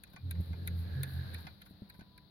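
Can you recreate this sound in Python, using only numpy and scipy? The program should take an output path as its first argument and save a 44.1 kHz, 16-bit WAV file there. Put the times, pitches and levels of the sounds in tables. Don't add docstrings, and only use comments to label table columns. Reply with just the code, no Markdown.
import sys
import numpy as np
from scipy import signal
from scipy.fft import rfft, irfft
from scipy.io import wavfile
from scipy.ndimage import uniform_filter1d

SR = 44100
rng = np.random.default_rng(int(sys.argv[2]) if len(sys.argv) > 2 else 0)


def pcm_store(signal):
    levels = np.round(np.clip(np.atleast_2d(signal), -1, 1) * 32767)
    wavfile.write(sys.argv[1], SR, levels.astype(np.int16).T)


N = 101429
TIME_S = np.arange(N) / SR
BIN_HZ = np.maximum(np.arange(N // 2 + 1) * SR / N, 1)


def undb(db):
    return 10 ** (np.asarray(db) / 20)


def unit(x):
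    return x / np.sqrt(np.mean(x ** 2))


def curve(rows):
    return np.interp(TIME_S, *np.array(rows, float).T)


def swell(rows):
    outside_s = np.maximum(np.maximum(rows[0][0] - TIME_S, TIME_S - rows[-1][0]), 0)
    return undb(curve(rows)) * np.exp(-outside_s / 0.025)


def pan(db):
    return undb(np.array([[db], [-db]]) / 2)


def colour(x, points):
    hz, db = np.array(points, float).T
    return irfft(rfft(x) * undb(np.interp(np.log(BIN_HZ), np.log(hz), db)), N)


def noise(shared):
    return np.sqrt(shared) * rng.standard_normal(N) + np.sqrt(1 - shared) * rng.standard_normal((2, N))


def shaped_noise(spectrum, shared):
    return unit(colour(noise(shared), spectrum))


def walk(rate_hz):
    hold = int(SR / rate_hz)
    steps = np.repeat(rng.standard_normal(N // hold + 1), hold)
    return unit(uniform_filter1d(uniform_filter1d(steps, hold), hold)[:N])


def phase_of(hz):
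    return 2 * np.pi * np.cumsum(hz, axis=-1) / SR


def add(out, start_s, sound):
    i = max(int(start_s * SR), 0)
    out[:, i:i + sound.shape[1]] += sound[:, :N - i]


def burst(decay_s):
    t = np.arange(SR // 20) / SR
    wave = rng.standard_normal(len(t)) * np.exp(-t / decay_s)
    return wave / np.linalg.norm(wave)


def ring(modes, gains, detune, blur_hz, rise_cycles=1.72):
    t, out = np.arange(SR // 4) / SR, 0
    for (hz, db, t60_s, pan_db), gain in zip(modes, gains):
        struck_hz = hz * (1 + detune * rng.standard_normal())
        waver = unit(uniform_filter1d(rng.standard_normal((2, len(t))), size=70, axis=1))
        phase = phase_of(struck_hz + blur_hz * np.sqrt(hz / 2000) * waver) + 2 * np.pi * rng.random()
        rise = 1 - np.exp(-t * hz / rise_cycles)
        wave = np.sin(phase) * rise * np.exp(-np.log(1000) * t / t60_s)
        out = out + gain * undb(db) * pan(pan_db) * wave / np.linalg.norm(wave, axis=1, keepdims=True)
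    return out


# (frequency [Hz], relative density [dB])
WORKSHOP_SPECTRUM = [(25, -25), (60, 6), (110, 2.5), (190, 3.5), (280, -13.5), (450, -13), (800, -18.5),
                     (1500, -25.5), (2500, -41), (4200, -29.5), (6000, -48.5), (9000, -33), (12500, -39.5),
                     (16000, -30.5)]
WORKSHOP_DB = -62.5

def workshop():
    return undb(WORKSHOP_DB + walk(17)) * shaped_noise(WORKSHOP_SPECTRUM, shared=0.71) * pan(db=0.5)


# (frequency [Hz], level [dB])
HUM_LINES = [(200, -71), (300, -77)]

def hum():
    return sum(np.sqrt(2) * undb(db + 2 * walk(11)) * np.sin(2 * np.pi * hz * TIME_S + .5 * walk(8.9))
               for hz, db in HUM_LINES)


# (time [s], level [dB])
CHAIN_EFFORT = [(0, -14.5), (.2, -12), (.42, -6), (.6, -5.5), (.8, -4), (1.1, -0.5), (1.35, 0.5),
                (1.47, -3), (1.58, -11), (2.3, -18)]
# (frequency [Hz], relative density [dB])
BAND_SPECTRUM = [(2000, -26.5), (2900, -12.5), (3500, -5), (3900, 3), (4400, 0.5), (4850, -9),
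                 (5400, -18.5), (6500, -40), (9000, -68)]
BAND_STEADY_DB, BAND_SWELL_DB = -77.5, -66

def hiss_band():
    gain = np.hypot(undb(BAND_STEADY_DB), undb(BAND_SWELL_DB + curve(CHAIN_EFFORT)))
    return gain * shaped_noise(BAND_SPECTRUM, shared=0.034) * pan(db=18)


# (time [s], level [dB])
WHISTLE_LEVEL = [(1.8, -100), (1.86, -82), (1.97, -75), (2.1, -78.5), (2.18, -69), (2.26, -85), (2.3, -87)]
WHISTLE_HZ = 992

def whistle():
    tone = np.sqrt(2) * np.sin(phase_of(WHISTLE_HZ * (1 + 0.0011 * walk(30))))
    return swell(WHISTLE_LEVEL) * undb(walk(32)) * tone * pan(db=-5)


# (time [s], level [dB])
AIR_LEVEL = [(.6, -77), (.82, -79), (1.0, -62), (1.2, -65), (1.35, -67), (1.45, -75.5), (1.55, -108)]
# (time [s], frequency [Hz])
AIR_CORE_PITCH = [(.8, 1650), (1.05, 1710), (1.25, 1660), (1.45, 1612)]
CORE_WIDTH_HZ, SKIRT_HZ, SKIRT_WIDTH_HZ, SKIRT_DB = 57, 1633, 270, 2.5

def air_rush():
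    wander = np.array([walk(CORE_WIDTH_HZ * 2) + 1j * walk(CORE_WIDTH_HZ * 2) for _ in range(2)])
    core = np.real(wander * np.exp(1j * phase_of(curve(AIR_CORE_PITCH))))
    off_centre = (BIN_HZ / SKIRT_HZ - SKIRT_HZ / BIN_HZ) * SKIRT_HZ / SKIRT_WIDTH_HZ
    skirt = unit(irfft(rfft(noise(shared=0.23)) / (1 + off_centre ** 2), N))
    return swell(AIR_LEVEL) * (core + undb(SKIRT_DB) * skirt) * pan(db=-9)


# (time [s], level [dB])
LOWER_LEVEL = [(0.2, -64), (0.248, -36.5), (0.36, -41), (0.398, -30.5), (0.458, -49), (0.522, -34),
               (0.556, -46.5), (0.804, -34), (0.894, -45.5), (0.936, -35), (0.97, -46.5), (1.116, -49.5),
               (1.154, -37), (1.214, -37), (1.244, -49), (1.358, -41.5), (1.53, -65.5), (1.55, -85)]
# (time [s], frequency [Hz])
LOWER_PITCH = [(.22, 92.77), (.27, 91.73), (.33, 84.02), (.5, 84.63), (.75, 86.74), (.9, 84.3),
               (1.17, 85.54), (1.4, 83.7)]
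# (time [s], level re fundamental [dB])
OCTAVE_LEVEL = [(.25, -29), (.35, -7.5), (.42, -19.5), (.7, -7), (.82, -15), (1.0, -20), (1.2, -12),
                (1.4, -14.5)]
# (time [s], level [dB])
UPPER_LEVEL = [(.2, -59), (.25, -47.5), (.37, -60.5), (.66, -52.5), (.92, -76), (.965, -37.5), (1.02, -36),
               (1.07, -46.5), (1.14, -45), (1.2, -42), (1.26, -49.5), (1.33, -76), (1.55, -70)]
UPPER_HZ, TWELFTH_DB, WOBBLE_FRACTION = 130, -28.5, 0.0227

def drone():
    phase = phase_of(curve(LOWER_PITCH) * (1 + WOBBLE_FRACTION * walk(30.25)))
    octave = undb(curve(OCTAVE_LEVEL) + 2 * walk(20)) * np.sin(2 * phase + .5 * walk(25))
    twelfth = undb(TWELFTH_DB + 2 * walk(20)) * np.sin(3 * phase + walk(25))
    lower = swell(LOWER_LEVEL) * (np.sin(phase) + octave + twelfth)
    upper = swell(UPPER_LEVEL) * np.sin(phase_of(UPPER_HZ * (1 + WOBBLE_FRACTION * walk(30))))
    return np.sqrt(2) * (lower + upper) * pan(db=-1.3)


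# (time [s], level [dB])
RUMBLE_LEVEL = [(0, -17), (.2, -13), (.35, -3), (.55, -3), (.68, 4.5), (.82, -3), (1.0, 5.5), (1.1, -1),
                (1.35, -2), (1.47, -6.5), (1.58, -18), (2.3, -25)]
# (frequency [Hz], relative density [dB])
RUMBLE_SHAPE = [(30, -10.5), (60, -6), (110, 7), (150, -4), (200, -3), (290, -12), (350, -12), (430, -13.5),
                (520, -14.5), (750, -28), (1200, -48.5), (3000, -55)]
# (frequency [Hz], relative density [dB])
RUB_SHAPE = [(200, -18), (700, 9.5), (1100, 5), (1700, 6.5), (2400, 1), (3000, -5.5), (4200, 0),
             (5500, -13.5), (7000, -13.5)]
RUMBLE_DB, RUB_DB = -49.5, -61

def chain_rub():
    rumble_gain = undb(RUMBLE_DB + curve(RUMBLE_LEVEL) + 0.73 * walk(24.55))
    rumble = rumble_gain * shaped_noise(RUMBLE_SHAPE, shared=0.6)
    rub_gain = undb(RUB_DB + curve(CHAIN_EFFORT) + walk(24.54))
    return rumble + rub_gain * shaped_noise(RUB_SHAPE, shared=0.23) * pan(db=-3)


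# (frequency [Hz], relative density [dB])
OIL_SPECTRUM = [(5000, -29), (8500, -7), (10300, 3), (11700, 5.5), (12500, 0.5), (12900, 2), (13400, -4),
                (14000, -2), (16000, -8)]
# (time [s], level [dB], Gaussian sigma [s])
LINK_SLIDES = [(.105, -68, 0.0054), (.137, -66, 0.0075), (0.409, -59, 0.0048), (0.459, -65.5, 0.037),
               (0.798, -59.5, 0.03), (1.12, -58, 0.044), (1.405, -61, 0.015), (1.666, -62.5, 0.0092),
               (1.707, -66, 0.01), (1.955, -68.5, 0.01), (1.99, -70, 0.011)]
OIL_DB = -65

def oily_hiss():
    hiss = shaped_noise(OIL_SPECTRUM, shared=0.34) * undb(walk(300))
    moving = undb(OIL_DB + curve(CHAIN_EFFORT))
    slides = sum(undb(db) * np.exp(-((TIME_S - at_s) / sigma_s) ** 2 / 2)
                 for at_s, db, sigma_s in LINK_SLIDES)
    return hiss * np.hypot(moving * pan(db=-0.5), slides * pan(db=5.5))


# (time [s], level [dB], deep-mode gain [dB])
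CASING_PUSHES = [(0.144, -12, -10), (0.401, 0.5, -18), (0.508, -4, -8), (1.45, -9, 1), (1.709, -11.5, -12),
                 (1.82, -4, -7), (1.991, -8.5, -12), (2.016, -10, -6)]
# (frequency [Hz], level [dB], T60 [s])
CASING_MODES = [(75.6, -8.5, 0.2), (121.2, 1.5, 0.028), (179.2, 3, 0.07), (255, -3.5, 0.021),
                (326, -15.5, 0.0099), (580, -14.5, 0.022)]
BUMP_DB, DEEP_BELOW_HZ, PUSH_RISE_S = -17, 100, 0.0036

def casing_bumps():
    t, out = np.arange(SR // 4) / SR, np.zeros((2, N))
    rise = 1 - np.exp(-t / PUSH_RISE_S)
    for start_s, db, deep_db in CASING_PUSHES:
        for hz, mode_db, t60_s in CASING_MODES:
            struck_hz = hz * (1 + 0.09 * rng.standard_normal())
            wave = np.sin(2 * np.pi * struck_hz * t) * rise * np.exp(-np.log(1000) * t / t60_s)
            gain = undb(BUMP_DB + db + mode_db + deep_db * (hz < DEEP_BELOW_HZ))
            add(out, start_s, gain * pan(db=1) * wave / np.linalg.norm(wave))
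    return out


# (time [s], level [dB])
METAL_KNOCKS = [(.0745, -18.5), (.134, -16.5), (.1615, -5.5), (.352, -16.5), (.5305, -11.5), (1.3835, -12),
                (1.468, -2.5), (1.660, -14.5), (1.9419, -17.5), (1.993, -16), (2.0085, -12)]
# (frequency [Hz], level [dB], T60 [s], left minus right [dB])
METAL_MODES = [(816, -11, .045, -20), (952, -0.5, 0.063, -14.5), (1177, -9.5, 0.093, 5),
               (1495, -2.5, 0.074, -4.5), (1730, -1, 0.066, 12.5), (2080, -0.5, 0.043, 3.5),
               (2390, -3, 0.12, 5.5), (3330, -8.5, .03, -1), (3835, -6.5, 0.016, 4),
               (4380, -6.5, 0.036, -1.5), (4840, -12.5, 0.034, 7.5), (9500, -11, 0.016, 10.5),
               (10700, -9, .015, 13)]
CLINK_DB, CLINK_CRACK_DB = -29, 4.5

def metal_clinks():
    out = np.zeros((2, N))
    for start_s, db in METAL_KNOCKS:
        chatter = undb(-4.5) * burst(decay_s=0.0044)
        chatter[0] += 1
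        body = ring(METAL_MODES, np.ones(len(METAL_MODES)), detune=0.011, blur_hz=95)
        add(out, start_s, undb(CLINK_DB + db) * signal.fftconvolve(body, chatter[None]))
        crack = uniform_filter1d(burst(decay_s=.002), size=3)
        add(out, start_s, undb(CLINK_DB + db + CLINK_CRACK_DB) * pan(db=0.5) * crack)
    return out


# (time [s], level [dB], treble gain [dB], rattle gain [dB], rattle rise [s])
LINK_SEATINGS = [(0.036, -12, -3.5, -29, 0.0015), (0.3077, -22, 2, -29, .001),
                 (0.3105, -6.5, -1, -11, 0.00072), (0.6748, -1.5, -1.5, -16, 0.0057),
                 (1.0325, -.5, -1.5, -16.5, 0.0021), (1.3460, -6, -13.5, -1.5, 0.0083),
                 (1.6191, -11.5, -13, -0.5, 0.0038), (1.8999, -14, -12, 1, 0.0037),
                 (2.1781, -15.5, -11.5, -20, 0.0039)]
# (frequency [Hz], level [dB], T60 [s], left minus right [dB])
SPROCKET_MODES = [(900, -19, .03, -2), (1400, -14, .03, -3), (1690, -3, .035, 2), (1880, -7, .03, -2),
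                  (2330, -4, .03, -5), (3980, -4, .02, 8), (4600, -12, .015, 3), (6550, -12, .015, -1),
                  (9800, 6, .008, 15), (10400, 1, .007, 10), (11150, 2, .007, 7), (12350, 0, .007, 4),
                  (12950, 4, .008, 5), (13500, -1, .008, -4), (14300, -6, .007, 3), (15300, -7, .007, 1)]
TICK_DB, TICK_CRACK_DB, TREBLE_FROM_HZ = -20.5, -6, 6000

def link_ticks():
    out = np.zeros((2, N))
    is_treble = np.array(SPROCKET_MODES)[:, 0] > TREBLE_FROM_HZ
    for start_s, db, treble_db, rattle_db, rattle_s in LINK_SEATINGS:
        tick = ring(SPROCKET_MODES, undb(treble_db * is_treble), detune=0.0077, blur_hz=157)
        crack = undb(treble_db + TICK_CRACK_DB) * pan(db=13.5) * burst(decay_s=0.00046)
        add(tick, 0, crack)
        add(out, start_s, undb(TICK_DB + db) * tick)
        contacts = burst(rattle_s)[::-1]
        rattle = signal.fftconvolve(tick, contacts[None])
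        add(out, start_s - len(contacts) / SR, undb(TICK_DB + db + rattle_db) * rattle)
    return out


BAY_T60_S, BAY_DB, BAY_DELAY_S = .04, -5, .0012

def engine_bay(x):
    walls = np.array([burst(BAY_T60_S / np.log(1000)) for _ in range(2)])
    dull = colour(x, [(1000, 4), (2500, 1), (6000, 5), (10000, -2.5), (16000, -15.5)])
    reflections = signal.fftconvolve(dull, walls, axes=1)[:, :N]
    out = x.copy()
    add(out, BAY_DELAY_S, undb(BAY_DB) * pan(db=-4) * reflections)
    return out


RIGHT_LAG_S = .00043

def scene():
    clicks = engine_bay(link_ticks() + metal_clinks())
    left, right = clicks + casing_bumps() + drone() + chain_rub() + oily_hiss()
    engine = np.array([left, np.roll(right, int(RIGHT_LAG_S * SR))])
    return engine + hum() + air_rush() + whistle() + hiss_band() + workshop()


# (frequency [Hz], gain [dB])
MIC_RESPONSE = [(20, 0), (4800, 0.5), (5700, -2.5), (6600, -2), (7300, -16.5), (8100, -17.5), (8900, -11),
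                (9600, -6), (13000, -1.5), (16000, -1.5)]
LOWPASS_HZ = 15900

def record(dry):
    lowpass = signal.ellip(10, .2, 80, LOWPASS_HZ, fs=SR, output="sos")
    return signal.sosfilt(lowpass, colour(dry, MIC_RESPONSE))


dry = scene()
out = record(dry)
pcm_store(out)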